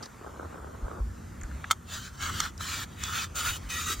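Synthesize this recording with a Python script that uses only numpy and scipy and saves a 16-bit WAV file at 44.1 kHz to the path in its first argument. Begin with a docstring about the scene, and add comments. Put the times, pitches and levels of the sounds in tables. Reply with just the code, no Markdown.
"""At an apple tree outdoors, close to a hand-held phone, a knife is pressed into a hanging apple.
The skin sticks and slips under the edge, creaking and ticking, then splits with a snap.
Six sawing strokes crunch through the flesh: cells burst, juice fizzes and the blade rings along.
Handling thumps and rumble lie underneath, with a faint far hum and outdoor hiss."""
import sys
import numpy as np
from scipy import signal
from scipy.fft import rfft, irfft
from scipy.io import wavfile
from scipy.ndimage import uniform_filter1d, map_coordinates

SR = 44100
rng = np.random.default_rng(int(sys.argv[2]) if len(sys.argv) > 2 else 0)


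def transcribe(u):
    """Save the signal u as a 16-bit wav file named by the first command-line argument.

    u: samples, shape (n,) or (channels, n), limited to [-1, 1]; the rate is SR.
    q: integer samples, one column per channel.
    """
    v = np.clip(np.atleast_2d(u).T, -1, 1)
    q = np.round(v * 32767).astype(np.int16)
    wavfile.write(sys.argv[1], SR, q)


N = 176400
T = np.arange(N) / SR


def undb(db):
    """Decibels to gain."""
    return 10 ** (np.asarray(db) / 20)


def unit(x):
    """Scale to rms 1."""
    return x / np.sqrt(np.mean(x ** 2))


def envelope(points):
    """Gain over time from (time [s], level [dB]) points, silent outside them."""
    return undb(np.interp(T, *np.array(points).T, left=-150, right=-150))


def bin_gains(spectrum, size):
    """Gain per FFT bin from (frequency [Hz], level [dB]) points."""
    hz, db = np.array(spectrum).T
    return undb(np.interp(np.log(np.fft.rfftfreq(size, 1 / SR) + 1), np.log(hz), db))


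def noise(spectrum):
    """Coloured noise, rms 1."""
    return unit(irfft(rfft(rng.standard_normal(N)) * bin_gains(spectrum, N), N))


def response(spectrum, size=1024):
    """Minimum-phase impulse response, unit energy."""
    cepstrum = irfft(np.log(bin_gains(spectrum, size)))
    cepstrum[1:size // 2] *= 2
    cepstrum[size // 2 + 1:] = 0
    impulse = irfft(np.exp(rfft(cepstrum)))
    return impulse / np.linalg.norm(impulse)


def through(x, impulse):
    """Convolve, keeping the length."""
    return signal.oaconvolve(x, impulse)[:len(x)]


def wander(hz):
    """Random drift slower than about hz, rms 1."""
    rolloff = 1 + (np.fft.rfftfreq(N, 1 / SR) / hz) ** 4
    return unit(irfft(rfft(rng.standard_normal(N)) / rolloff, N))


def grains(per_s, scatter_db):
    """Random impulses of scattered size, rms 1."""
    impulses = (rng.random(N) < per_s / SR) * rng.choice([-1, 1], N)
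    return unit(impulses * undb(scatter_db * np.clip(rng.standard_normal(N), -2, 2)))


def add(out, x, start_s):
    """Mix x into out at start_s."""
    i = max(int(start_s * SR), 0)
    out[i:i + len(x)] += x[:max(N - i, 0)]


# far hum partials (frequency [Hz], level [dB])
HUM_PARTIALS = [(80, -67), (240, -62.5)]
# outdoor hiss (frequency [Hz], relative density [dB])
AIR_SPECTRUM = [(40, -19), (120, 19.5), (300, 1), (700, -8.5), (1350, 8), (2000, -10), (3500, -45),
                (7000, -7.5), (10000, -14), (14000, -13), (16000, -115)]


def outdoors(hiss_db=-56.5, waver_db=5.1):
    """Soft hiss and a far hum that wavers in pitch and level."""
    warped_s = np.cumsum(1 + 0.0205 * wander(hz=4.5)) / SR
    hum = sum(undb(db + waver_db * wander(hz=9.7)) * unit(np.sin(2 * np.pi * hz * warped_s))
              for hz, db in HUM_PARTIALS)
    return hum + undb(hiss_db) * noise(AIR_SPECTRUM)


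# handling rumble (time [s], level [dB])
RUMBLE_LEVEL = [(0, -51.5), (.6, -47), (.9, -43.5), (1.2, -41), (1.55, -40.5), (1.7, -47.5), (1.9, -46.5),
                (2.2, -43.5), (2.33, -37.5), (2.5, -44), (3.3, -42.5), (4, -43.5)]
# handling rumble (frequency [Hz], relative density [dB])
RUMBLE_SPECTRUM = [(20, -35), (35, -6), (55, 0), (85, 9), (115, -3), (180, -4.5), (300, -12), (600, -24),
                   (1500, -32.5), (4000, -64)]
# handling thumps (time [s], level [dB], frequency [Hz], length [s])
THUMPS = [(0.439, -38, 86, 0.056), (0.821, -26, 48.6, 0.046), (0.994, -23, 52.3, 0.068),
          (1.052, -28, 60, 0.051), (1.424, -30.5, 46, 0.047), (1.494, -30.5, 65.7, 0.088),
          (3.472, -35, 50.6, 0.044), (3.63, -33, 54, 0.064), (3.97, -30, 54.3, 0.046)]


def handling():
    """Hands shift on the phone and the fruit: rumble and soft thumps."""
    out = envelope(RUMBLE_LEVEL) * noise(RUMBLE_SPECTRUM)
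    for start_s, db, hz, length_s in THUMPS:
        t = T[:int(length_s * SR)]
        add(out, undb(db) * np.sin(np.pi * t / length_s) * np.sin(2 * np.pi * hz * t), start_s)
    return out


# skin slips under the blade (time [s], relative level [dB])
SLIPS = [(.008, -38), (.027, -36), (0.244, -31.5), (0.262, -33), (0.27, -32), (0.294, -38), (0.373, -37),
         (0.395, -26.5), (0.407, -34), (0.428, -29), (0.447, -34), (0.454, -33), (0.529, -37),
         (0.542, -32.5), (.556, -33.5), (0.58, -37), (.627, -39), (0.643, -32.5), (0.747, -37),
         (0.855, -36), (0.88, -28.5), (0.895, -39), (0.912, -32), (0.93, -37), (0.972, -39), (1.0, -34)]
# one slip (frequency [Hz], relative density [dB])
SLIP_SPECTRUM = [(80, -19), (200, 5.5), (430, 6.5), (750, 1), (1300, 4.5), (1600, -1), (2000, -44),
                 (3500, -43), (12000, -58)]
# fine creak between slips (time [s], level [dB])
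CREAK_LEVEL = [(0, -45.5), (.08, -55), (.12, -59.5), (.25, -50.5), (.44, -49), (.5, -50.5), (.66, -49.5),
               (.8, -52), (.9, -45.5), (.99, -45), (1.09, -77), (1.7, -64)]


def creaking(slip_gain_db=12, rebound_s=0.00141, rebound_gain=0.8, spurt_db=2, size=1024):
    """The skin sticks and slips under the edge: dull downward chirps; listed slips catch twice."""
    hz = np.fft.rfftfreq(size, 1 / SR)
    delay_s = 0.00266 * np.exp(-hz / 900) + 0.000836  # lows arrive last
    phase = 2 * np.pi * np.cumsum(delay_s) * SR / size
    chirp = irfft(rfft(response(SLIP_SPECTRUM)) * np.exp(-1j * phase))
    out = np.zeros(N)
    for start_s, db in SLIPS:
        slip = rng.choice([-1, 1]) * undb(db + slip_gain_db) * chirp
        add(out, slip, start_s)
        add(out, rng.choice([-1, 1]) * rebound_gain * slip, start_s + rebound_s * (.5 + rng.random()))
    fine_slips = grains(per_s=450, scatter_db=0) * undb(spurt_db * wander(hz=24.7))
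    return out + envelope(CREAK_LEVEL) * unit(through(fine_slips, chirp))


# edge on skin (time [s], level [dB])
RUB_LEVEL = [(0, -59), (.04, -51), (.09, -57.5), (1.1, -58), (1.43, -56), (1.55, -54.5), (1.69, -51.5),
             (1.8, -60.5), (2.55, -57.5), (4, -51)]
# edge on skin (frequency [Hz], relative density [dB])
RUB_SPECTRUM = [(500, -2), (1000, 5), (1450, 6.5), (1900, 5.5), (2600, -1.5), (5000, -5.5), (7000, -4),
                (9500, -15.5), (15000, -22)]


def rubbing():
    """The edge rubs on the skin: faint friction noise."""
    return envelope(RUB_LEVEL) * noise(RUB_SPECTRUM)


SPLIT_RISE_S = 0.0012


def tear(decay_s, spectrum, size=2048):
    """A brief burst of tearing fibres, unit energy."""
    t = T[:size]
    burst = rng.standard_normal(size) * np.exp(-t / decay_s) * (1 - np.exp(-t / SPLIT_RISE_S))
    burst = through(burst, response(spectrum))
    return burst / np.linalg.norm(burst)


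# edge catches (time [s], relative level [dB], centre [Hz], fall-off [dB/octave], decay [s])
TICKS = [(.025, -20.5, 4860, 23, 0.02), (0.057, -26.5, 4900, 19, 0.0039), (1.412, -32, 6800, 51, 0.003),
         (1.414, -28, 1600, 30, 0.0017), (1.433, -28.5, 6800, 59, 0.0014), (1.434, -25, 1560, 30, 0.0098),
         (1.5125, -28.5, 1420, 39, 0.0011), (1.641, -14.5, 1650, 25, 0.0024),
         (2.4008, -11, 5340, 39, 0.0027), (2.577, -28.5, 5240, 16, 0.0031),
         (3.0372, -13.5, 6340, 28, 0.00086)]


def ticks():
    """The edge catches and makes small tears, each in one band."""
    out = np.zeros(N)
    for start_s, db, hz, db_per_octave, decay_s in TICKS:
        band = [(hz / 8, -3 * db_per_octave), (hz, 0), (hz * 8, -3 * db_per_octave)]
        add(out, 2 * undb(db) * tear(decay_s, band), start_s)
    return out


# skin and firm flesh splitting (time [s], relative level [dB], tilt [dB/octave], crack decay [s])
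SNAPS = [(1.702, -15, -2, 0.0059), (1.7097, 5, -2, 0.0048), (1.7136, -4, 4.5, 0.002),
         (1.7181, -10.5, -1, 0.0047), (1.7286, -14, -5, 0.0062), (2.4026, -3, 1.5, 0.0017),
         (2.608, -15.5, -4, 0.006), (3.0358, -14.5, -0.5, 0.0016)]
# blade and fruit modes (frequency [Hz], relative level [dB], t60 [s])
SNAP_MODES = [(1100, -2.5, 0.0096), (1296, 10.5, 0.016), (2130, 4.5, 0.014), (3200, 0, 0.032),
              (3530, 0.5, 0.025), (4320, -2.5, 0.02), (6670, -11, 0.046)]
# skin crack (frequency [Hz], relative density [dB])
CRACK_SPECTRUM = [(150, -15), (550, -12.5), (900, 0.5), (1300, -9), (2000, -13), (5000, 0), (7500, 4.5),
                  (10000, -10), (16000, -9)]


def snaps(ring_gain, crack_db=-8.5, size=2048):
    """Each split is a tearing crack and a kick that rings blade and fruit."""
    out, t = np.zeros(N), T[:size]
    ring = sum(undb(db) * np.sin(2 * np.pi * hz * t) * np.exp(-np.log(1000) * t / t60_s)
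               for hz, db, t60_s in SNAP_MODES)
    ring *= 1 - np.exp(-t / SPLIT_RISE_S)
    for start_s, db, db_per_octave, decay_s in SNAPS:
        tilt = response([(800, -db_per_octave), (6400, 2 * db_per_octave)])
        body = through(ring / np.linalg.norm(ring), tilt)
        crack = through(undb(crack_db) * tear(decay_s, CRACK_SPECTRUM), tilt)
        snap = (ring_gain * body + crack) / np.linalg.norm(body + crack)
        add(out, 2 * undb(db) * snap, start_s)
    return out


def shifting_ripple(x, hold_s=.17, decay_s=.006, ring_db=4, size=2048):
    """Fine, narrow resonances colour the crunch and keep shifting, one short ring melting into the next."""
    out, t = np.zeros(N), T[:size]
    for centre_s in np.arange(rng.random() - 1, N / SR / hold_s + 1) * hold_s:
        rings = rng.standard_normal((2, size)) * np.exp(-t / decay_s)
        rings *= undb(ring_db) / np.linalg.norm(rings, axis=1, keepdims=True)
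        rings[:, 0] += 1  # direct path
        ripple = rfft(rings[0], 2 * size) * rfft(rings[1], 2 * size)  # two in series: sharper peaks
        ripple /= np.sqrt(uniform_filter1d(np.abs(ripple) ** 2, size=70))  # flatten the broad trend
        near = np.flatnonzero(np.abs(T - centre_s) < hold_s)
        if len(near):
            faded = x[near] * np.cos(np.pi / 2 * (T[near] - centre_s) / hold_s)
            add(out, signal.fftconvolve(faded, irfft(ripple)[:size]), T[near[0]])
    return unit(out)


# modes of the blade in the fruit (frequency [Hz], bandwidth [Hz], relative level [dB])
BLADE_MODES = [(1327, 233, 24), (1640, 160, 11.5), (2454, 250, -12), (3250, 380, 11), (7200, 300, -1)]
CELLS_PER_S, CELL_SCATTER_DB = 9000, 2.5


def blade_ring(low_cut_hz=930, pitch_drift=.025, throb_db=1.5, size=2048):
    """Bursting cells ring the blade; the ring throbs, and its pitch drifts as the blade slides."""
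    t = T[:size]
    modes = sum(undb(db) * np.sqrt(width_hz) * np.cos(2 * np.pi * hz * t) * np.exp(-np.pi * width_hz * t)
                for hz, width_hz, db in BLADE_MODES)
    # the ring carries little bass
    modes = signal.sosfilt(signal.butter(2, low_cut_hz, "high", fs=SR, output="sos"), modes)
    ring = through(grains(CELLS_PER_S, CELL_SCATTER_DB), modes)
    read_position = np.cumsum(1 + pitch_drift * wander(hz=7.3))
    ring = map_coordinates(ring, [read_position], mode="mirror")
    return unit(ring * undb(throb_db * wander(hz=45)))


# sawing force, one list per stroke (time [s], relative level [dB])
STROKE_FORCES = [
    [(1.85, -71), (1.885, -47), (1.94, -34.5), (2.01, -42.5), (2.075, -42), (2.115, -58), (2.16, -50)],
    [(2.16, -56), (2.19, -47), (2.225, -31), (2.265, -33.5), (2.31, -37.5), (2.38, -34.5), (2.435, -32),
     (2.48, -40.5), (2.51, -55)],
    [(2.585, -56.5), (2.61, -35), (2.66, -36), (2.735, -31.5), (2.79, -35), (2.84, -36), (2.862, -63),
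     (2.94, -54.5)],
    [(2.94, -64), (2.99, -46), (3.035, -36), (3.12, -37.5), (3.16, -30.5), (3.245, -33), (3.268, -48.5),
     (3.3, -83)],
    [(3.33, -82), (3.357, -33), (3.39, -30.5), (3.43, -35.5), (3.465, -29), (3.505, -29.5), (3.53, -37.5),
     (3.57, -37), (3.595, -60), (3.688, -56)],
    [(3.688, -47), (3.702, -33.5), (3.81, -31), (3.85, -35), (3.89, -29), (3.93, -27), (3.96, -44.5),
     (4.0, -44.5)],
]
# mix per stroke (blade ring [dB], juicy fizz [dB])
STROKE_MIX = [(-7, -7), (-3.5, -10), (-7, -6.5), (-4.5, -7.5), (-7, -3), (-18, -4.5)]
# bursting cells (frequency [Hz], relative density [dB])
CRUNCH_SPECTRUM = [(150, 3), (500, -13.5), (880, -15.5), (1250, 10), (2000, 3), (2800, 5), (4000, 7),
                   (5400, 3), (7200, 5.5), (9000, -1.5), (16000, -41.5)]
# juicy fizz (frequency [Hz], relative density [dB])
FIZZ_SPECTRUM = [(3000, 4.3), (7000, 18.5), (9800, 14.2), (11800, 3.5), (14500, 10), (16000, 8.8)]


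def sawing(crunch_db=-3, judder_db=0.17, catch_db=-16):
    """Cells burst in a dense stream with coarser catches of the edge; the blade rings along."""
    cells = shifting_ripple(grains(CELLS_PER_S, CELL_SCATTER_DB)) * undb(judder_db * wander(hz=91))
    cells += undb(catch_db) * grains(per_s=150, scatter_db=3)
    crunch = undb(crunch_db) * unit(through(cells, response(CRUNCH_SPECTRUM)))
    fizz = unit(through(cells, response(FIZZ_SPECTRUM)))
    ring = blade_ring()
    return sum(envelope(force) * (crunch + undb(fizz_db) * fizz + undb(ring_db) * ring)
               for force, (ring_db, fizz_db) in zip(STROKE_FORCES, STROKE_MIX))


def wet_cut(x, patch_db=3):
    """The wet cut keeps changing shape: patches a few hundred hertz wide swell and fade on their own."""
    spectrogram = signal.stft(x, nperseg=512)[2]
    patches = uniform_filter1d(rng.standard_normal(spectrogram.shape), size=4, axis=0)
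    patches = uniform_filter1d(patches, size=14, axis=1)
    gain = unit(undb(patch_db * np.clip(unit(patches), -3, 1.5)))
    return signal.istft(spectrogram * gain)[1][:N]


def sources(snap_ring_gain):
    """One random mono draw of all sources."""
    cutting = wet_cut(sawing() + rubbing())
    return cutting + snaps(snap_ring_gain) + ticks() + creaking() + handling() + outdoors()


# stereo width (frequency [Hz], side gain [dB])
SIDE_GAIN = [(50, -51), (110, -15), (200, -12.5), (400, -2), (800, 1), (1400, -5), (2000, -55), (4800, -56),
             (6000, -1.5), (13000, -6.5)]


def scene():
    """Centred sources; a diffuse share, without the ring of the snaps, widens a few bands."""
    mid = sources(snap_ring_gain=0.71)
    diffuse = signal.hilbert(sources(snap_ring_gain=0)).imag
    side = irfft(rfft(diffuse) * bin_gains(SIDE_GAIN, N), N)
    return np.array([mid + side, mid - side])


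def record(dry, cutoff_hz=15800):
    """The phone cuts the top treble."""
    return signal.sosfilt(signal.ellip(10, .2, 80, cutoff_hz, fs=SR, output="sos"), dry)


dry = scene()
out = record(dry)
transcribe(out)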